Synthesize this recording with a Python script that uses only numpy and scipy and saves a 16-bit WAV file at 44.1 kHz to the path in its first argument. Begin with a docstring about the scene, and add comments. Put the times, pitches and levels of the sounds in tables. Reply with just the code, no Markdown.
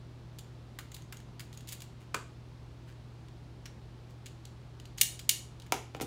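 """Plastic film crackles as a small knife slits the shrink-wrap along a record jacket in a quiet room.
Each crackle is two bursts of tiny contacts with a ringing patch of film; slides are filtered grains.
The film gives way once with a hollow pop, made of a noisy rip and the damped tones of the jacket's pocket.
The knife lands with two bright clacks and a later faint one; falling chirps make the cardboard knocks.
Short echoes and a room tail surround them, over soft air noise, a mains hum and wavering motor tones."""
import sys
import numpy as np
from scipy import signal
from scipy.fft import rfft, irfft
from scipy.io import wavfile
from scipy.ndimage import uniform_filter1d

SR = 44100
rng = np.random.default_rng(int(sys.argv[2]) if len(sys.argv) > 2 else 0)


def log_audio(samples):
    """Write samples as a 16-bit WAV file to the path given in sys.argv[1]."""
    # one column per channel
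    frames = np.atleast_2d(samples).T
    # limit to full scale, then quantise
    limited = np.clip(frames, -1, 1)
    pcm = np.round(limited * 32767).astype(np.int16)
    wavfile.write(sys.argv[1], SR, pcm)


N = 267246  # length of the scene in samples
TAPS = 4096  # length of one short hit in samples
T = np.arange(TAPS) / SR  # time within a hit, s
HZ = np.fft.rfftfreq(TAPS, 1 / SR)  # frequency grid for colouring sounds


def amp(db):
    """Turns decibels into a gain."""
    return 10 ** (np.asarray(db) / 20)


def unit(x):
    """Scales a sound to energy one."""
    return x / np.sqrt(np.sum(x ** 2) + 1e-20)


def sized(x, db):
    """Gives a hit the energy of half a millisecond at this level."""
    return amp(db) * np.sqrt(SR / 2000) * unit(x)


def read(points, hz):
    """Reads a curve between its points, on a log-frequency axis."""
    f, value = np.transpose(points)
    return np.interp(np.log(hz + 1), np.log(f), value)


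def add(mix, s, sound):
    """Mixes a sound in at time s, cut off where the mix ends."""
    part = mix[max(round(s * SR), 0):][:len(sound)]
    part += sound[:len(part)]


def colour(x, db):
    """Filters with the gain db on the HZ grid, without sounding ahead of time (minimum phase)."""
    both_sides_db = np.r_[db, db[-2:0:-1]]
    log_gain = np.log(amp(both_sides_db))
    response = np.exp(np.conj(signal.hilbert(log_gain)))[:len(HZ)]
    return signal.fftconvolve(x, irfft(response))[:len(x)]


def shelves(low_db, low_hz, high_db, high_hz):
    """Smoothly raises or lowers the bass and the treble, in dB."""
    bass = low_db / (1 + (HZ / low_hz) ** 4)
    treble = high_db / (1 + (high_hz / (HZ + 1)) ** 4)
    return bass + treble


def wrinkles():
    """Random hills and dips across the spectrum, of average size one."""
    hills = signal.fftconvolve(rng.standard_normal(len(HZ)), np.hanning(50), "same")
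    return unit(hills) * np.sqrt(len(HZ))


def chatter(decay_s, rise):
    """A dying rush of tiny contacts, with its energy spread about evenly over frequency."""
    envelope = amp(-60 * T / max(decay_s, .002)) * (1 - np.exp(-T / rise))
    z = rfft(rng.standard_normal(TAPS) * envelope)
    even = irfft(z / (abs(z) + 1e-12))  # keeps only the phases
    return unit(even * np.sqrt(envelope))  # fades it again, so it dies away sooner than decay_s


def ring(modes, rise=0.00034):
    """Damped sines with a soft start, each with the energy that its dB gives."""
    onset = 1 - np.exp(-T / rise)
    out = np.zeros(TAPS)
    for hz, db, t60 in modes:
        decay = np.exp(-np.log(1000) * T / t60)
        out += amp(db) * unit(onset * np.sin(2 * np.pi * hz * T) * decay)
    return out


# Film crackles, each a catch and then a release. Body, pitch and level are starting values for both parts.
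# Columns: start_s [s], level_db [dB], wait_s until the release [s],
# body_db of the cardboard [dB, relative], pitch_hz of the buckling patch [Hz]
FILM_CRACKLES = [(0.386, -34.5, 0.0038, -21, 3400), (0.7874, -28, .0006, 5.5, 2650),
                 (0.9176, -37, .0008, -5, 6950), (0.9434, -32, .002, -38, 4240),
                 (0.9654, -39, 0.00056, -9, 2500), (1.0212, -46.5, .0005, -17, 6400),
                 (1.124, -31, 0.00082, 1, 2960), (1.17, -40.5, 0.00048, -22, 6640),
                 (1.202, -45.5, 0.00052, -7, 3010), (1.3952, -30.5, 0.0086, -5.5, 4560),
                 (1.528, -42.5, 0.00093, -15, 3380), (1.574, -38.5, .0006, -20, 6670),
                 (1.6063, -43, .001, -16, 2670), (1.6733, -37.5, .0074, -30, 2720),
                 (1.6875, -31, 0.0021, -29, 3260), (1.7221, -26.5, .0055, -17, 3140),
                 (1.804, -38.5, 0.00059, -27, 3500), (1.8192, -34, .001, -17, 2450),
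                 (2.9247, -53, .0005, 0, 7000), (3.284, -48.5, 0.00048, -13, 2810),
                 (3.6563, -33, .004, -2, 5540), (4.259, -33.5, 0.0055, -21, 2580),
                 (4.4527, -38, 0.00052, -39, 4300), (4.799, -40, .0005, -16, 3160),
                 (4.854, -41, .001, -18, 4070), (4.9812, -28, .002, -14, 6500),
                 (5.192, -30, .0025, -21, 3340), (5.5984, -41, .001, -27, 3860),
                 (5.6198, -42, 0.00064, -32, 2930)]
TYPICAL_DB = -37  # a middling crackle; harder ones are brighter and chatter longer
CRACKLE_DECAY_S, LONGER_DB_PER_DB = 0.03, 0.48  # decay of a middling crackle, and its growth with level
SPARKLE_DB, SPARKLE_DB_PER_DB = -1.5, 0.62  # top sparkle of a middling crackle, and its growth with level
RELEASE_BRIGHTER_DB, RELEASE_BODY_DB = 3, -1.5  # the release against the catch
CATCH_DB, RELEASE_DB = -4, -4  # added to the crackle's level for each part
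SLACK_FROM_S, SLACK_DULLER_DB = 2.15, -8  # once it has given way, the slack film sparkles less


def crackles(release_pitch_ratio=1.02):
    """The film catches on the blade, then lets go with a brighter snap; force sets brightness and length."""
    out = np.zeros(N)
    for s, db, wait, body_db, hz in FILM_CRACKLES:
        force_db = db - TYPICAL_DB
        decay_s = CRACKLE_DECAY_S * amp(LONGER_DB_PER_DB * force_db)
        top_db = SPARKLE_DB + SPARKLE_DB_PER_DB * force_db + SLACK_DULLER_DB * (s > SLACK_FROM_S)
        catch = film_snap(db + CATCH_DB, body_db, top_db, decay_s, hz)
        release = film_snap(db + RELEASE_DB, body_db + RELEASE_BODY_DB, top_db + RELEASE_BRIGHTER_DB,
                            decay_s, hz * release_pitch_ratio)
        add(out, s, catch)
        add(out, s + wait, release)
    return out


# Tone of the plastic film, also used by the slides. Columns: pitch_hz [Hz], gain_db [dB, relative]
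FILM_TONE = [(200, -17), (600, -18), (1400, 5), (3000, 3.5), (4500, 1.5), (5700, -3.5), (7000, 1),
             (8500, -4.5), (11500, -6), (16000, -9)]
HANDLE_SHARE = 0.22  # how strongly the film's crackle is coloured by the knife that touches it


def film_snap(db, body_db, top_db, decay_s, hz, body_offset_db=8, patch_db=-9, purity_db=9,
              patch_t60=0.0054, uneven_db=2):
    """A small tear sets its own patch of film ringing, and the body setting adds the cardboard's bass."""
    tone = read(FILM_TONE, HZ) + HANDLE_SHARE * handle()
    tone += shelves(body_db + body_offset_db, 1950, top_db, 9700) + uneven_db * wrinkles()
    tick = unit(colour(chatter(decay_s, rise=.0002), tone))
    ring_db = patch_db + purity_db * np.log2(hz / 4000)  # small taut patches ring more purely
    return sized(tick + ring([(hz, ring_db, patch_t60)]), db)


# The blade or fingers sliding on the film.
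# Columns: start_s [s], length_s of the rub [s], level_db [dB], body_db of the cardboard [dB, relative]
FILM_SLIDES = [(1.533, 0.025, -62.5, -13), (1.672, 0.06, -56, -7), (2.001, 0.045, -67.5, 11),
               (2.859, 0.062, -65.5, 13), (4.092, 0.035, -70, -5), (4.973, 0.046, -52.5, -17),
               (5.658, .02, -61.5, 14), (5.94, 0.039, -63.5, 5), (6.009, 0.013, -44, -4)]


def slides(grains_per_s=900, top_db=-1, handle_share=0.35):
    """Stick and slip: a swell of fine grains in the film."""
    out = np.zeros(N)
    for s, length, db, body_db in FILM_SLIDES:
        n = round(length * SR)
        grains = rng.standard_normal(SR) * (rng.random(SR) < grains_per_s / SR)
        tone = read(FILM_TONE, HZ) + handle_share * handle() + shelves(body_db, 1900, top_db, 8500)
        rub = colour(grains[:n] * signal.windows.tukey(n, .4), tone)
        grain = chatter(.005, rise=.0001)
        add(out, s, amp(db) * np.sqrt(n) * unit(signal.fftconvolve(rub, grain)))
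    return out


# The film gives way over the hollow jacket, in two close bursts.
# Columns: start_s [s], level_db [dB], decay_s setting of the rip's chatter [s]
POP_BURSTS = [(2.143, -27, 0.012), (2.1449, -17.5, 0.033)]
# Tone of the rip. Columns: pitch_hz [Hz], gain_db [dB, relative]
POP_TONE = [(60, -29), (200, -8), (450, -2), (780, -9.5), (1100, 3), (1550, -3), (2000, -9), (2450, -5),
            (3250, -11.5), (4600, -14.5), (5800, -16.5), (7270, -11), (10000, -21.5), (16000, -28)]
# Ringing tones of the jacket's pocket.
# Columns: pitch_hz [Hz], level_db [dB, against the rip], t60_s to fade by 60 dB [s]
POCKET_TONES = [(450, -21, 0.032), (1106, -12, 0.04), (1497, -6.5, 0.028), (2430, -15, .025),
                (4600, -19, .012)]


def pop():
    """The taut film lets go and the jacket's pocket sounds."""
    out = np.zeros(N)
    for s, db, decay_s in POP_BURSTS:
        rip = unit(colour(chatter(decay_s, rise=0.00038), read(POP_TONE, HZ)))
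        add(out, s, sized(rip + ring(POCKET_TONES), db))
    return out


# The knife meets a hard surface. Columns: start_s [s], level_db [dB], decay_s setting of the chatter [s],
# ring_db of the blade [dB, relative], bright_db of the contact's treble [dB, relative]
KNIFE_CLACKS = [(5.0113, -5, 0.033, -8.5, -3), (5.292, -7, .016, -7.5, -5.5), (6.017, -29, 0.038, -2, -2)]
# The steel blade's ringing tones, some close together.
# Columns: pitch_hz [Hz], level_db [dB, before ring_db], t60_s to fade by 60 dB [s]
BLADE_TONES = [(5490, -18, .1), (6475, -16, .12), (7110, -19, .1), (7640, -20, .1), (9145, -16, .1),
               (9252, -16, .1), (9296, -16, .14), (9600, -19, .08)]


def knife(low_db=-14, uneven_db=2.0):
    """A hard chatter of contacts sounds the handle, differently at each spot, and sets the blade ringing."""
    out = np.zeros(N)
    for s, db, decay_s, ring_db, bright_db in KNIFE_CLACKS:
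        tone = handle(valley_db=-12.5) + shelves(low_db, 1450, bright_db, 8300) + uneven_db * wrinkles()
        contact = unit(colour(chatter(decay_s, rise=0.00139), tone))
        blade = amp(ring_db) * ring(BLADE_TONES)
        add(out, s, sized(contact + blade, db))
    return out


# Broad resonances of the knife's handle. Columns: pitch_hz [Hz], width_hz [Hz], level_db [dB, relative]
HANDLE_RESONANCES = [(1830, 390, -5), (2220, 340, -1), (2910, 400, 3), (3310, 200, 0.5), (3750, 290, 1.5),
                     (4195, 240, 2.5), (4680, 370, -0.5), (5600, 620, 1), (6450, 560, 3.5), (7040, 910, 3),
                     (7820, 540, 3), (8800, 400, -2), (9400, 1060, 5), (11270, 990, 0), (12100, 770, 0.5),
                     (13070, 650, -2), (13450, 400, 1.5), (15000, 800, 3)]


def handle(valley_db=-14):
    """The handle's resonances as power peaks above a floor, in dB."""
    power = amp(valley_db) ** 2
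    for hz, width, db in HANDLE_RESONANCES:
        power = power + amp(db) ** 2 / (1 + (2 * (HZ - hz) / width) ** 2) ** 2
    return 10 * np.log10(power)


# Knocks on the jacket as the hand shifts on it.
# Columns: start_s [s], level_db [dB], bass_db [dB, relative], treble_db [dB, relative]
JACKET_KNOCKS = [(5.7219, -11.5, -1.5, 4.5), (5.9479, -26.5, 12, -14), (6, -27.5, 8, -14),
                 (6.011, -21, 21.5, 4), (6.0257, -30, 13, 4), (6.044, -43, 13, -1)]
# Tone of the cardboard. Columns: pitch_hz [Hz], gain_db [dB, relative]
CARDBOARD_TONE = [(100, -24.5), (250, -9), (380, -1), (480, 1), (620, -4), (795, 3), (1130, -7.5),
                  (1350, -1.5), (1650, -13), (2300, -5.5), (4200, -16.5), (6570, -13.5), (8360, -24),
                  (10300, -20.5), (16000, -31)]
# The jacket's panel rings briefly.
# Columns: pitch_hz [Hz], level_db [dB, against the thud], t60_s to fade by 60 dB [s]
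PANEL_TONES = [(464, -13, .06), (796, -14.5, 0.08)]
BEND_TRAVEL_S = 0.00159  # travel time of the bending wave at 1 kHz


def knocks(scatter_db=-7):
    """Bending waves cross the stiff board, treble first, so each knock is a quick falling chirp."""
    out = np.zeros(N)
    bend = np.exp(-4j * np.pi * BEND_TRAVEL_S * np.sqrt(1000 * HZ))  # delays low pitches the most
    for s, db, bass_db, treble_db in JACKET_KNOCKS:
        blow = signal.unit_impulse(TAPS) + amp(scatter_db) * chatter(0.016, rise=0.0015)
        wave = irfft(rfft(blow) * bend)
        tone = read(CARDBOARD_TONE, HZ) + shelves(bass_db, 366, treble_db, 5900)
        thud = unit(colour(wave, tone))
        add(out, s, sized(thud + ring(PANEL_TONES, rise=.004), db))
    return out


def handling():
    """What film, knife and jacket send out in one direction; each call draws new fine detail."""
    return crackles() + slides() + pop() + knife() + knocks()


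# Echoes from the desk and walls. Columns: delay_s [s], level_db [dB, against the sound fed in]
EARLY_ECHOES = [(.0024, -12.5), (.0068, -14), (0.0187, -15.5)]


def reflections(x):
    """The first few echoes, each smeared by a cluttered surface."""
    response = np.zeros(TAPS)
    for delay, db in EARLY_ECHOES:
        add(response, delay, amp(db) * chatter(0.01, rise=.0001))
    return signal.fftconvolve(x, response)[:N]


# How long the room's tail lasts. Columns: pitch_hz [Hz], t60_s to fade by 60 dB [s]
TAIL_LENGTH = [(150, 0.23), (500, 0.27), (1400, 0.31), (3500, .38), (7000, 0.35), (10000, 0.31),
               (16000, .22)]
# How strong the tail is. Columns: pitch_hz [Hz], level_db [dB, relative to the direct sound]
TAIL_LEVEL = [(150, 4.5), (1000, -5), (4000, -6), (8000, -5.5), (16000, -10)]


def room(x, build_up=0.0068):
    """The short dense tail of a small carpeted room: noise that fades at its own rate at each pitch."""
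    t = np.arange(SR * 3 // 5) / SR
    hz, at, z = signal.stft(rng.standard_normal(len(t)), SR, nperseg=256)
    rate = np.log(1000) / read(TAIL_LENGTH, hz)[:, None]
    level = amp(read(TAIL_LEVEL, hz))[:, None] * np.sqrt(2 * rate / SR)
    z *= level * np.exp(-rate * at)
    tail = signal.istft(z, SR, nperseg=256)[1][:len(t)]
    response = tail * (1 - np.exp(-(t / build_up) ** 2))
    return signal.fftconvolve(x, response)[:N]


# Tone of the steady ventilation noise. Columns: pitch_hz [Hz], level_db [dB, relative]
AIR_TONE = [(22, -31), (36, -12), (52, -8), (68, -9.5), (95, -17), (140, -7), (185, -14.5), (215, -11.5),
            (350, -16.5), (560, -22), (900, -23.5), (1800, -32), (4200, -34.5), (9000, -48), (16000, -58)]
AIR_DB = -55  # average level of the air noise
# Mains hum, motor and duct tones.
# Columns: pitch_hz [Hz], level_db [dB], width_hz setting how far the tone wavers [Hz]
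HUM_TONES = [(38.5, -73, 2), (56.8, -61.5, 3.85), (76, -60, 0.98), (119.6, -51, 0.042), (154.8, -62, 2.6),
             (332.6, -70, 4.52), (381, -72.5, 2)]


def ventilation():
    """Soft filtered air noise with a steady mains hum and wavering motor tones."""
    noise = rfft(rng.standard_normal(N))
    air = irfft(noise * amp(read(AIR_TONE, np.fft.rfftfreq(N, 1 / SR))), N)
    out = amp(AIR_DB) * np.sqrt(N) * unit(air)
    for hz, db, width in HUM_TONES:
        drift = np.cumsum(rng.standard_normal(N)) * np.sqrt(2 * np.pi * abs(width) / SR)
        phase = 2 * np.pi * hz * np.arange(N) / SR + uniform_filter1d(drift, size=2000)
        out += amp(db) * np.sqrt(2) * np.sin(phase)
    return out


def scene():
    """Direct sound, early echoes and a tail fed from two directions, over the hum."""
    front, back = handling(), handling()
    tail = (room(front) + room(back)) / np.sqrt(2)
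    return (front + reflections(back) + tail + ventilation())[None]


EDGE_HZ = 15950  # upper band limit


def record(dry):
    """The microphone's low cut at 34 Hz and the recorder's upper band limit."""
    low_cut = signal.butter(4, 34, "highpass", fs=SR, output="sos")
    lean = signal.sosfilt(low_cut, dry)
    band_limit = signal.firwin(255, EDGE_HZ, window=("kaiser", 8), fs=SR)
    return signal.oaconvolve(lean, band_limit[None], "same")


dry = scene()
out = record(dry)
log_audio(out)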